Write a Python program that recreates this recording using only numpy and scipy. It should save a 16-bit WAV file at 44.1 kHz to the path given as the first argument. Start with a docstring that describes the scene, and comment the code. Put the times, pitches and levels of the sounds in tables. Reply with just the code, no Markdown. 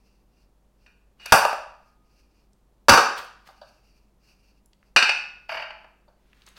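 """Muffin tin on a stone counter

A steel muffin tin is knocked on baking paper on the counter: twice flat, once on its edge, then it
is laid down and rattles to rest. Each blow sets off a dense clatter and clear ringing tones in a
hard-walled kitchen, and the loudest overload the microphone. Fingers slide on the tin, the paper
rustles, a plastic bag crinkles at the end, and an appliance hums."""
import sys
import numpy as np
from scipy import signal
from scipy.fft import rfft, irfft
from scipy.io import wavfile

SR = 44100
rng = np.random.default_rng(int(sys.argv[2]) if len(sys.argv) > 2 else 0)


def transcribe(u):
    """Save the signal u as a 16-bit wav file named by the first command-line argument.

    u: samples, shape (n,) or (channels, n), limited to [-1, 1]; the rate is SR.
    q: integer samples, one column per channel.
    """
    v = np.clip(np.atleast_2d(u).T, -1, 1)
    q = np.round(v * 32767).astype(np.int16)
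    wavfile.write(sys.argv[1], SR, q)


N = 290157
T = np.arange(N) / SR
SECOND = T[:SR]


def from_db(db):
    """Turn decibels into a volume factor."""
    return 10 ** (np.asarray(db) / 20)


def unit_power(x):
    """Scale a sound to an average power of one."""
    return x / np.sqrt(np.mean(x ** 2) + 1e-20)


def at_hz(points, hz):
    """Read between a table's rows, giving each octave equal space."""
    pitches, values = np.transpose(points)
    return np.interp(np.log(np.maximum(hz, 1)), np.log(pitches), values)


def decay(fade_s):
    """One second of dying away. A fade time is how long a sound takes to fall by 60 dB."""
    return np.exp(-np.log(1000) * SECOND / max(fade_s, 1e-4))


def envelope(peak_s, rise_s, hold_s, fade_s):
    """Swell to full level, hold, then die away."""
    rise = np.clip(1 + (T - peak_s) / max(rise_s, 1e-3), 0, 1) ** 2
    return rise * np.exp(-np.log(1000) * np.clip((T - peak_s - hold_s) / max(fade_s, 1e-3), 0, 10))


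def add(out, start_s, sound):
    """Mix a sound in at the given time."""
    i = round(start_s * SR)
    out[i:i + len(sound)] += sound[:N - i]


def colour(x, spectrum, size=4096):
    """Shape the balance of low and high pitches; white noise keeps its power."""
    cepstrum = irfft(np.log(from_db(at_hz(spectrum, np.fft.rfftfreq(size, 1 / SR)))))
    # minimum phase: the filter never sounds before it is struck
    cepstrum[1:size // 2] *= 2
    cepstrum[size // 2 + 1:] = 0
    response = irfft(np.exp(rfft(cepstrum)))
    return signal.fftconvolve(x, response / np.linalg.norm(response))[:len(x)]


def noise_band(length, low_hz, high_hz, order=2):
    """Noise between two pitches."""
    bandpass = signal.butter(order, [low_hz, min(high_hz, .45 * SR)], "band", fs=SR, output="sos")
    return signal.sosfilt(bandpass, rng.standard_normal(length))


def burst(spectrum, fade_s):
    """Tones too crowded to tell apart, struck at once, sound like fading noise."""
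    fall = decay(fade_s)
    sound = colour(rng.standard_normal(SR) * fall, spectrum)
    return sound * np.linalg.norm(fall) / np.linalg.norm(sound)


# the appliance's tones: (pitch [Hz], level [dB])
HUM_TONES = [(49, -65), (198, -78)]


def appliance():
    """An appliance hums with steady low tones."""
    return sum(from_db(db) * np.sqrt(2) * np.sin(2 * np.pi * (hz * T + rng.random()))
               for hz, db in HUM_TONES)


# the tone colour of the air: (pitch [Hz], relative level [dB])
AIR_COLOUR = [(20, -8), (45, -5.5), (80, -17), (130, -14.5), (165, -17), (205, -13), (260, -19), (340, -19),
              (1000, -27.5), (1600, -36), (3200, -40), (16000, -47)]


def room_air(level_db=-65):
    """Still room air is a faint, low rush."""
    return from_db(level_db) * colour(rng.standard_normal(N), AIR_COLOUR)


# the tin's clear tones (modes), and their relative strength for three ways of landing:
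# (pitch [Hz], fade time [s], flat [dB], on its edge [dB], on its rim [dB])
TIN_TONES = [(564, .45, -4, -30, -19), (654, .45, -11, -30, -2), (776, .55, -3, -27, -18),
             (868, .4, -5, -17, -1), (932, .45, -2, -21, -16), (1153, .52, -3, -28, -11),
             (1211, .45, -3, -16, -18), (1238, 1.6, -25, -36, -30), (1325, .48, -3, -15, -8),
             (1455, .7, -9, -8, -19), (1511, .45, 0, -27, -14), (1585, .6, -7, -8, 0),
             (1620, .48, -1, -14, -6), (1680, .5, -15, -12, -19), (1744, .45, -7, -11, -13),
             (2270, .6, -26, -19, -4), (2364, .52, -11, -8, -4), (2444, .52, -19, 0, -6),
             (2592, .6, -17, -3, -7), (2668, .6, -14, -10, -14), (2778, .45, -19, -6, -14),
             (2831, .5, -15, -8, -12), (2908, .4, -6, -12, -9), (3690, .5, -16, -18, -31),
             (3712, .5, -30, -22, -17), (4186, .5, -30, -28, -22), (4382, .42, -25, -15, -30),
             (4662, .5, -18, -16, -17), (5238, .45, -22, -17, -39), (5900, .36, -19, -15, -43)]


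def tin_tones():
    """The steel vibrates in fading tones: two seconds of each, as complex waves (.imag is the sound)."""
    hz, fade_s = np.transpose(TIN_TONES)[:2]
    return np.exp((2j * np.pi * hz - np.log(1000) / fade_s)[:, None] * T[:2 * SR])


# the hiss of skin on steel: (pitch [Hz], relative level [dB])
RUB_COLOUR = [(400, -20), (1400, -3.5), (2000, -10), (2650, 2.5), (3400, -17), (4700, 1), (6000, -4.5),
              (7000, -14), (16000, -19)]
# finger strokes: (middle time [s], length [s], level [dB])
FINGER_STROKES = [(0.096, 0.36, -75.5), (0.388, .22, -76), (0.853, .18, -76), (1.87, 0.22, -75),
                  (2.16, 0.28, -72.5), (2.38, .22, -75), (3.716, 0.83, -69.5), (4.29, .2, -67),
                  (4.48, .3, -71), (4.867, 0.14, -78)]


def fingers(sing_db=-5, grip_db=2.5, grips_per_s=45):
    """Skin grips and slips unevenly on steel: it hisses and makes the liveliest tones sing faintly."""
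    hz = np.array(TIN_TONES)[:, 0]
    lively = (hz > 2300) & (hz < 2900) | (hz > 4300) & (hz < 4700)
    lively_ring = tin_tones()[lively].imag.sum(0)
    singing = signal.fftconvolve(rng.standard_normal(N + SR), lively_ring)[SR:SR + N]
    hiss = colour(rng.standard_normal(N), RUB_COLOUR)
    # each stroke swells and eases off
    strokes = sum(from_db(db) * np.cos(np.pi * np.clip((T - middle_s) / length_s, -.5, .5))
                  for middle_s, length_s, db in FINGER_STROKES)
    grip = from_db(grip_db * np.interp(T * grips_per_s, np.arange(SR), rng.standard_normal(SR)))
    return strokes * grip * (hiss + from_db(sing_db) * unit_power(singing))


def cushion_db(hz, bright_hz):
    """A cushioned blow stirs the tin less at pitches above bright_hz."""
    return -10 * np.log10(1 + (hz / bright_hz) ** 2)


# the clatter's tone colour for each way of landing: (pitch [Hz], relative level [dB])
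CLATTER_COLOURS = { "flat": [(70, -29.5), (280, -21.5), (440, -8.5), (600, 7), (1200, 1.5), (1600, -3.5),
                   (2100, -16.5), (2650, -1), (3200, -20), (4100, -19.5), (4900, -10.5), (6800, -15),
                   (11500, -13), (16000, -17)], "slam": [(70, -25.5), (250, -17.5), (400, -1.5), (600, 0.5),
                   (1000, 3), (1550, 6.5), (2050, -13.5), (2650, -0.5), (3200, -14), (4100, -12),
                   (4900, -3.5), (6800, -13), (11500, -17), (16000, -17.5)], "edge": [(150, -33),
                   (350, -18.5), (700, -8.5), (1000, -11.5), (1650, -3), (2100, -11), (2400, -1), (2830, 0),
                   (3250, -18), (4300, -9.5), (5700, -13.5), (6500, -26), (8200, -20.5), (11000, -37),
                   (16000, -36.5)], "rim": [(100, -47.5), (430, -16.5), (630, 2), (870, -1), (1050, -3),
                   (1600, -1.5), (2150, -2.5), (2850, 0.5), (3450, -19.5), (4050, -22.5), (4800, -9.5),
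                   (5400, -23), (7000, -34), (14000, -48)], "nudge": [(100, -50), (430, -16), (600, 8),
                   (760, 0), (1000, -2.5), (1600, -13), (2100, -40), (2700, -28), (3400, -18),
                   (4700, -12.5), (6000, -31), (14000, -33)]}
# the cups ring in clusters that lift the clatter: (pitch [Hz], width [Hz], boost [dB])
CUP_CLUSTERS = [(3690, 87, 7), (4570, 170, 9.5), (5290, 80, 5), (5940, 110, 10.5)]


def clatter(landing, bright_hz, fade_s):
    """One blow shakes all the tin's crowded tones at once."""
    hz = np.geomspace(30, 18000, 600)
    cups_db = sum(db * np.exp(-((hz - centre) / width) ** 2) for centre, width, db in CUP_CLUSTERS)
    colour_db = at_hz(CLATTER_COLOURS[landing], hz) + cups_db + cushion_db(hz, bright_hz)
    return burst(np.c_[hz, colour_db], fade_s)


# how freely the clear tones ring for each way of landing: (level change [dB])
RING_FREEDOM = {"flat": -21, "slam": -19.5, "nudge": -18, "edge": -9.5, "rim": -12.5}


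def ringing(tones, landing, bright_hz):
    """The way of landing and the blow's brightness set how strongly each clear tone rings."""
    hz, _, flat, edge, rim = np.transpose(TIN_TONES)
    tone_db = {"flat": flat, "slam": flat, "nudge": flat, "edge": edge, "rim": rim}[landing]
    strengths = from_db(RING_FREEDOM[landing] + tone_db + cushion_db(hz, bright_hz))
    phases = np.exp(2j * np.pi * rng.random(len(hz)))   # each wave starts at a random point
    return ((strengths * phases) @ tones).imag


# tin meets counter: (time [s], level [dB], brightness [Hz], clatter fade time [s], way of landing)
TIN_BLOWS = [(0.863, -51.5, 5000, 0.055, "edge"), (1.198, -52, 6000, 1, "edge"),
             (1.257, -31, 7020, 0.056, "edge"), (1.3222, 1, 2220, 0.06, "flat"),
             (1.340, -15, 2500, 0.25, "flat"), (1.4510, -6.5, 1000, 0.024, "flat"),
             (1.5297, -17.5, 400, 0.018, "flat"), (2.8838, -4.5, 3490, .11, "slam"),
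             (2.893, 3, 6000, 0.041, "slam"), (2.92, -12.5, 1970, 0.099, "slam"),
             (2.936, -6, 2070, 0.089, "slam"), (2.975, -9.5, 2000, 0.13, "slam"),
             (3.108, -29.5, 696, 0.043, "slam"), (3.488, -45.5, 2000, 0.1, "nudge"),
             (3.6148, -40, 3000, 0.1, "nudge"), (4.9622, -6, 6000, 0.1, "edge"),
             (4.984, -15, 3020, 0.068, "edge"), (5.025, -11.5, 5020, 0.072, "edge"),
             (5.092, -14.5, 3490, 0.049, "edge"), (5.706, -32.5, 1803, 0.05, "rim"),
             (5.8438, -43.5, 602, 0.044, "rim"), (6.080, -53.5, 1200, 0.078, "nudge")]


def tin_knocks():
    """Every blow, and every touch of the rattle, makes the tin clatter and ring; returns both sounds."""
    clatters, rings, tones = np.zeros(N), np.zeros(N), tin_tones()
    for start_s, db, bright_hz, fade_s, landing in TIN_BLOWS + rattle_touches():
        add(clatters, start_s, from_db(db) * clatter(landing, bright_hz, fade_s))
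        add(rings, start_s, from_db(db) * ringing(tones, landing, bright_hz))
    return clatters, rings


# how long the kitchen echoes: (pitch [Hz], fade time [s])
ECHO_FADES = [(80, .3), (250, .42), (600, .56), (1200, .58), (5000, .51), (7000, .44), (10000, .36),
              (15000, .28)]
# how strongly it echoes: (pitch [Hz], relative level [dB])
ECHO_LEVELS = [(90, -22.5), (200, -13), (400, -8.5), (1500, -2.5), (5000, -5.5), (9000, -2.5),
               (14000, -4.5)]


def kitchen_echo(x, build_s=.0073):
    """Hard walls return a wash of echo that builds quickly and dies sooner in the treble."""
    echo, edges = np.zeros(SR), np.geomspace(30, 18000, 24)
    build_up = 1 - np.exp(-SECOND / build_s)
    for low, high in zip(edges, edges[1:]):
        hz = np.sqrt(low * high)
        tail = noise_band(SR, low, high, order=3) * decay(at_hz(ECHO_FADES, hz)) * build_up
        band_share = np.sqrt(2 * (high - low) / SR)
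        echo += tail / np.linalg.norm(tail) * band_share * from_db(at_hz(ECHO_LEVELS, hz))
    return signal.fftconvolve(x, echo)[:N]


# paper, later the bag, is pressed ever harder and let go: (release time [s], build-up [s], level [dB])
PRESSES = [(1.315, .16, -47.5), (3.188, .045, -36), (3.475, 0.035, -51.5), (6.44, 0.41, -66),
           (6.48, 0.034, -50.5), (6.575, .03, -50)]
# the tone colour of the crinkling: (pitch [Hz], relative level [dB])
CRINKLE_COLOUR = [(300, -5.5), (1500, 6), (4000, 2), (7000, -8.5), (11000, -14), (16000, -12.5)]


def crinkling(folds_per_s=5000, spread_db=3):
    """Paper and plastic rustle as many tiny folds of uneven size give way."""
    sizes = from_db(spread_db * np.minimum(rng.exponential(1, N), 4))
    directions = rng.choice([-1, 1], N)
    folds = unit_power(sizes * directions * (rng.random(N) < folds_per_s / SR))
    pressure = sum(from_db(db) * envelope(release_s, build_s, hold_s=0, fade_s=.08)
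                   for release_s, build_s, db in PRESSES)
    return colour(folds * pressure, CRINKLE_COLOUR)


def corner_squeak(level_db=-52.5):
    """A corner catches as it drags, squeaking at one pitch just before the first hard blow."""
    squeak = unit_power(noise_band(N, low_hz=2840, high_hz=2871))
    return from_db(level_db) * envelope(peak_s=1.198, rise_s=.012, hold_s=.1, fade_s=.04) * squeak


# snaps of paper and plastic: (time [s], level [dB], pitch [Hz])
CREASE_SNAPS = [(1.26, -31.5, 8300), (2.532, -59, 6280), (3.182, -42, 7070), (3.247, -49, 8990),
                (4.659, -52.5, 8500), (4.732, -48.5, 3308), (4.828, -51.5, 1498), (6.331, -44.5, 1900),
                (6.4196, -49, 3440), (6.4654, -46, 6000), (6.4880, -50, 7000), (6.5675, -42, 2980)]


def crease_snaps(fade_s=.014):
    """A larger crease gives way with a sharp tick, an octave wide."""
    out = np.zeros(N)
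    for start_s, db, hz in CREASE_SNAPS:
        tick = unit_power(noise_band(SR, hz / np.sqrt(2), hz * np.sqrt(2))) * decay(fade_s)
        add(out, start_s, from_db(db) * tick)
    return out


# the counter takes the tin's weight: (time [s], level [dB])
THUDS = [(1.3213, -16), (2.888, -17.5), (2.896, -15), (2.921, -20), (4.964, -40.5)]
# the tone colour of a thud: (pitch [Hz], relative level [dB])
THUD_COLOUR = [(20, -2), (40, -3), (65, -5.5), (100, 2.5), (180, -5), (300, -3.5), (600, -32), (2000, -62)]


def counter_thuds(fade_s=.1):
    """The stone slab and its cabinet thud under the hard blows."""
    out = np.zeros(N)
    for start_s, db in THUDS:
        add(out, start_s, from_db(db) * burst(THUD_COLOUR, fade_s))
    return out


LAID_DOWN_S = 5.4928


def rattle_touches(count=6, gap_s=.026, first_db=-28.5, loss_db=.56, bright_hz=4540, fade_s=.12):
    """Laid down, the tin rocks on its rim in an even run of weakening touches, listed as more blows."""
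    return [(LAID_DOWN_S + k * gap_s, first_db - k * loss_db, bright_hz, fade_s, "rim")
            for k in range(count)]


# the hiss of steel on stone: (pitch [Hz], relative level [dB])
SKID_COLOUR = [(400, -10), (800, 1), (3000, -2.5), (4000, -20), (4800, 3), (6500, -22), (9500, -25),
               (11800, -17), (14000, -33), (16000, -37)]


def skid(level_db=-47):
    """The tin slides while it rocks, and the dragged steel hisses."""
    hiss = colour(rng.standard_normal(N), SKID_COLOUR)
    return from_db(level_db) * envelope(LAID_DOWN_S, rise_s=.008, hold_s=.067, fade_s=.17) * hiss


def scene(snap_echo_db=-5):
    """All the sounds in the kitchen meet at one microphone."""
    clatters, rings = tin_knocks()
    direct = clatters + counter_thuds() + crinkling() + skid() + corner_squeak()
    snaps = crease_snaps()
    # the snaps are close by, so they echo less; the ringing's fade times already include the room
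    echo = kitchen_echo(direct + from_db(snap_echo_db) * snaps)
    return (direct + snaps + echo + rings + fingers() + appliance() + room_air())[None]


def record(dry, ceiling=.8, cutoff_hz=16000):
    """The overloaded microphone flattens the loudest swings, then the highest treble is cut."""
    flattened = dry / (1 + (dry / ceiling) ** 4) ** (1 / 4)
    lowpass = signal.ellip(10, .1, 80, cutoff_hz, fs=SR, output="sos")
    return signal.sosfilt(lowpass, flattened)


dry = scene()
out = record(dry)
transcribe(out)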